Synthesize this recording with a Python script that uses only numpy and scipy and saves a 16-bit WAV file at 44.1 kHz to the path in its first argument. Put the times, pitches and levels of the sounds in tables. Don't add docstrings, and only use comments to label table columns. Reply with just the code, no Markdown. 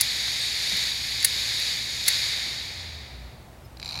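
import sys
import numpy as np
from scipy import signal
from scipy.fft import rfft, irfft
from scipy.io import wavfile

SR = 44100
rng = np.random.default_rng(int(sys.argv[2]) if len(sys.argv) > 2 else 0)


def wrap_up_sound(samples):
    columns = np.atleast_2d(samples).T
    tamed = np.clip(columns, -1, 1)
    steps = np.round(tamed * 32767).astype(np.int16)
    wavfile.write(sys.argv[1], SR, steps)


N = 176400
T = np.arange(N) / SR

# time in seconds, turns per second.
PLATTER_SPEED = [(0, 115.5), (2.2, 113.3), (2.45, 98), (2.75, 90), (2.87, 83), (3.16, 61.5), (3.35, 53),
                 (3.8, 43), (4, 29)]
# time in seconds, force in dB.
RUB_FORCE = [(0, -27.5), (.52, -28), (.83, -25.5), (.95, -30), (1.19, -29.5), (1.32, -27.5), (1.7, -27),
             (1.84, -31.5), (2.05, -30), (2.075, -24.5), (2.28, -27), (2.55, -32.5), (2.84, -39),
             (3.06, -45.5), (3.28, -53.5), (3.48, -64), (4, -79)]
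# centre in Hz, width in Hz, relative density in dB.
RUB_BANDS = [(465, 410, -24), (1134, 960, -22.5), (1890, 510, -9.5), (2277, 496, -6.5), (3120, 700, -12),
             (3576, 420, -4), (3815, 240, 0.5), (4170, 400, -2.5), (4515, 354, -0.5), (4935, 460, -5),
             (5586, 750, -11.5), (6550, 320, -9), (6960, 480, -12), (8030, 2000, -20), (10140, 1200, -19.5),
             (11760, 750, -20), (13200, 2000, -31.5), (15300, 900, -34.5)]
# time in seconds, level in dB.
UNBALANCE_LEVEL = [(0, -55.5), (2.2, -56), (2.62, -55), (2.84, -42.5), (3.1, -45.5), (3.27, -43.5),
                   (3.36, -55.5), (4, -64)]
# start in seconds, length in seconds, force in dB, softness 0-1, rise in seconds.
ARM_SKIDS = [(.0082, 0.011, -18, 0, .001), (1.245, 0.0081, -11.5, 0.22, .002),
             (2.0794, 0.0083, -15, 0.13, .0006)]
# start in seconds, force in dB, softness 0-1.
ARM_KNOCKS = [(.0092, -17, .6), (0.0111, -0.5, 0), (0.013, -21, .1), (0.0178, -17, .3), (0.769, -20.5, .05),
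              (1.2287, -7, 1), (1.2479, 4, 0.37), (1.25, -4, 0.6), (1.2550, -9.5, .1), (1.600, -22.5, .05),
              (2.0650, -22, .3), (2.0821, -2, 0.17), (2.0829, -14, 0.4), (2.0850, 0.5, 0.8),
              (2.0887, -10, 0.2)]
# frequency in Hz, gain in dB, T60 in seconds.
ARM_STOP_MODES = [(1976, -28, 0.033), (2096, -21.5, 0.019), (2760, -28, 0.02), (3800, -25, .008),
                  (4580, -8.5, 0.0087), (5600, -16.5, 0.0098), (6470, -12, 0.0087), (7300, -20, 0.023),
                  (8060, -18.5, 0.019), (9830, -0.5, 0.0043), (10500, -9.5, .005), (11300, -14, .004),
                  (12000, -15, .005), (13300, -27, .004), (15300, -20, .004)]
# first catch in turns, relative force in dB.
ROUGH_SPOTS = [(0, 0), (1.62, -1.5), (2.43, -12), (2.2, -3.5)]
# centre in Hz, width in Hz, relative density in dB.
CATCH_BANDS = [(1460, 700, -17.5), (2380, 390, -8.5), (2860, 650, -17), (4045, 430, 1.5), (4660, 500, -5.5),
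               (5470, 1100, -15), (6600, 270, -19), (7360, 300, -15.5), (8900, 800, -23),
               (11400, 3200, -28.5)]
# centre in Hz, width in Hz, relative density in dB.
GROAN_BANDS = [(820, 340, 3.5), (110, 140, 5.5)]
# start in seconds, length in seconds, pitch in Hz, level in dB.
HEAD_SQUEAKS = [(.385, 0.093, 8530, -41.5), (.385, .06, 14100, -55), (1.2, 0.011, 7250, -33),
                (2.038, 0.0081, 7200, -31.5), (2.648, .018, 13200, -58), (3.648, 0.015, 13200, -57),
                (3.643, .025, 5200, -56.5)]
# start in seconds, level in dB, centre and width in Hz, T60 in seconds.
CASING_BUMPS = [(0.278, -34, 1300, 0.036), (0.718, -39, 800, 0.037), (0.724, -40, 127, .28),
                (1.359, -46, 150, 0.12), (2.46, -48.5, 180, .2)]
# frequency in Hz, relative density in dB.
ROOM_SPECTRUM = [(20, -14), (40, -19), (70, 0), (130, -1.5), (200, -9.5), (290, -14.5), (360, -12.5),
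                 (440, -15.5), (780, -13.5), (1100, -20), (2700, -27.5), (5000, -32.5), (8000, -34.5),
                 (13000, -38), (16000, -35)]
# frequency in Hz, level in dB.
MAINS_HARMONICS = [(60, -52), (120, -57.5), (240, -63)]

DULLING_DB_PER_OCTAVE, PIVOT_HZ = 6, 4000
FLUTTER_DB, WOBBLE_DB = 0.32, 0.1
SKID_STOP_S, SOFT_HZ, ARM_HIGHPASS_HZ = .0012, 3500, 1730
CATCH_START_S, TURN_S, SLOWING_S = 3.7703, .028, .00046
CATCH_DB, CATCH_RISE_S, CATCH_FALL_S = -27.5, 0.00064, 0.0017
FIRST_CATCH_LOSS_DB, LOSS_RATIO_PER_TURN = 8, .15
DRAG_START_S, DRAG_DB, GROAN_DB = 3.775, -41.5, -42.5
WHINE_HZ, WHINE_WIDTH_HZ, WHINE_DB = 11270, 150, -74


def platter():
    speed_hz = curve(PLATTER_SPEED)
    wobble = np.sin(2 * np.pi * np.cumsum(speed_hz) / SR)
    force = from_db(curve(RUB_FORCE) + FLUTTER_DB * drift(rate_hz=60) + WOBBLE_DB * wobble)
    rub = friction(RUB_BANDS, force, DULLING_DB_PER_OCTAVE * np.log2(speed_hz / speed_hz[0]))
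    return rub + np.sqrt(2) * from_db(curve(UNBALANCE_LEVEL)) * wobble


def friction(bands, force, tilt_db_per_octave=0):
    out, power = 0, 0
    for hz, width_hz, db in bands:
        gain = from_db(db + tilt_db_per_octave * np.log2(hz / PIVOT_HZ))
        out += gain * band(force * rng.standard_normal(N), hz, width_hz)
        power += from_db(db) ** 2 * 2 * width_hz / SR
    return out / np.sqrt(power)


def arm_clacks():
    force, grit = np.zeros(N), rng.standard_normal(N)
    grit /= np.std(arm_ring(grit))
    for start_s, db, softness in ARM_KNOCKS:
        hit = np.zeros(N)
        hit[int(start_s * SR)] = from_db(db)
        force += soft_contact(hit, softness)
    for start_s, length_s, db, softness, rise_s in ARM_SKIDS:
        ramps = np.minimum((T - start_s) / rise_s, (start_s + length_s - T) / SKID_STOP_S)
        force += soft_contact(from_db(db) * np.clip(ramps + .5, 0, 1) * grit, softness)
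    highpass = signal.butter(3, ARM_HIGHPASS_HZ, "high", fs=SR, output="sos")
    return signal.sosfilt(highpass, arm_ring(force))


def arm_ring(force):
    out = 0
    for hz, db, t60_s in ARM_STOP_MODES:
        radius, angle = from_db(-60 / (t60_s * SR)), 2 * np.pi * hz / SR
        feedback = [1, -2 * radius * np.cos(angle), radius ** 2]
        out += from_db(db) * signal.lfilter([.5, 0, -.5], feedback, force + 1e-18)
    return out


def soft_contact(force, softness):
    pole = np.exp(-2 * np.pi * SOFT_HZ / SR)
    dull = signal.lfilter([2 * (1 - pole) ** 2], [1, -2 * pole, pole ** 2], force + 1e-18)
    return (1 - softness) * force + softness * dull


def head_catches():
    force = np.zeros(N)
    for first_turn, db in ROUGH_SPOTS:
        for repeat in range(8):
            turn = first_turn + repeat
            age_s = T - (CATCH_START_S + TURN_S * turn + SLOWING_S * turn ** 2)
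            exponent = np.where(age_s < 0, (age_s / CATCH_RISE_S) ** 2, age_s / CATCH_FALL_S)
            loss_db = FIRST_CATCH_LOSS_DB * LOSS_RATIO_PER_TURN ** repeat
            force += from_db(CATCH_DB + db - loss_db) * np.exp(-np.minimum(exponent, 20))
    drag = curve([(DRAG_START_S, 0), (T[-1], 1)])
    scrape = friction(CATCH_BANDS, force + from_db(DRAG_DB) * drag)
    return scrape + friction(GROAN_BANDS, from_db(GROAN_DB) * drag)


def head_squeaks(rise_hz_per_s=2200, waver_ratio=.022):
    out = np.zeros(N)
    for start_s, length_s, hz, db in HEAD_SQUEAKS:
        age_s = T - start_s
        glide_hz = rise_hz_per_s * np.clip(age_s - length_s / 2, -length_s, length_s)
        pitch_hz = hz * (1 + waver_ratio * drift(rate_hz=640)) + glide_hz
        swell = np.sqrt(np.abs(np.sin(np.pi * np.clip(age_s / length_s, 0, 1))))
        out += from_db(db) * swell * np.sin(2 * np.pi * np.cumsum(pitch_hz) / SR)
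    return out


def casing_bumps():
    out = np.zeros(N)
    for start_s, db, hz, t60_s in CASING_BUMPS:
        fade = from_db(db - 60 * np.maximum(T - start_s, 0) / t60_s) * (T > start_s)
        out += fade * unit_rms(band(rng.standard_normal(N), hz, hz))
    return out


def room_echo(x, gain_db=-18, t60_s=.16):
    age_s = T[:SR // 2]
    tail = rng.standard_normal(len(age_s)) * from_db(-60 * age_s / t60_s) * (age_s > .003)
    return from_db(gain_db) * signal.fftconvolve(x, tail / np.linalg.norm(tail))[:N]


def room_tone(noise_db=-47.5, hum_waver_db=1.5):
    points_hz, points_db = np.transpose(ROOM_SPECTRUM)
    colour = from_db(np.interp(np.log(np.fft.rfftfreq(N, 1 / SR) + 1), np.log(points_hz), points_db))
    noise = from_db(noise_db) * unit_rms(irfft(rfft(rng.standard_normal(N)) * colour, N))
    hum = 0
    for hz, db in MAINS_HARMONICS:
        amplitude = np.sqrt(2) * from_db(db + hum_waver_db * drift(rate_hz=4.6))
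        hum += amplitude * np.sin(2 * np.pi * (hz * T + rng.random()))
    whine = from_db(WHINE_DB) * unit_rms(band(rng.standard_normal(N), WHINE_HZ, WHINE_WIDTH_HZ))
    return noise + hum + whine


def from_db(db):
    return 10 ** (np.asarray(db) / 20)


def unit_rms(x):
    return x / np.sqrt(np.mean(x ** 2) + 1e-20)


def curve(rows):
    return np.interp(T, *np.transpose(rows))


def band(x, hz, width_hz):
    low_hz = np.sqrt(hz ** 2 + width_hz ** 2 / 4) - width_hz / 2
    edges_hz = np.clip([low_hz, low_hz + width_hz], 10, .48 * SR)
    return signal.sosfilt(signal.butter(2, edges_hz, "band", fs=SR, output="sos"), x + 1e-18)


def drift(rate_hz):
    lowpass = signal.butter(2, rate_hz, fs=SR, output="sos")
    return unit_rms(signal.sosfilt(lowpass, rng.standard_normal(N)))


def scene():
    clacks = arm_clacks()
    mix = platter() + clacks + room_echo(clacks) + head_catches() + head_squeaks() + casing_bumps()
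    return (mix + room_tone())[None]


def record(dry):
    ceiling, cutoff_hz = 1.2, 15900
    lowpass = signal.ellip(12, .1, 80, cutoff_hz, fs=SR, output="sos")
    return signal.sosfilt(lowpass, ceiling * np.tanh(dry / ceiling))


dry = scene()
out = record(dry)
wrap_up_sound(out)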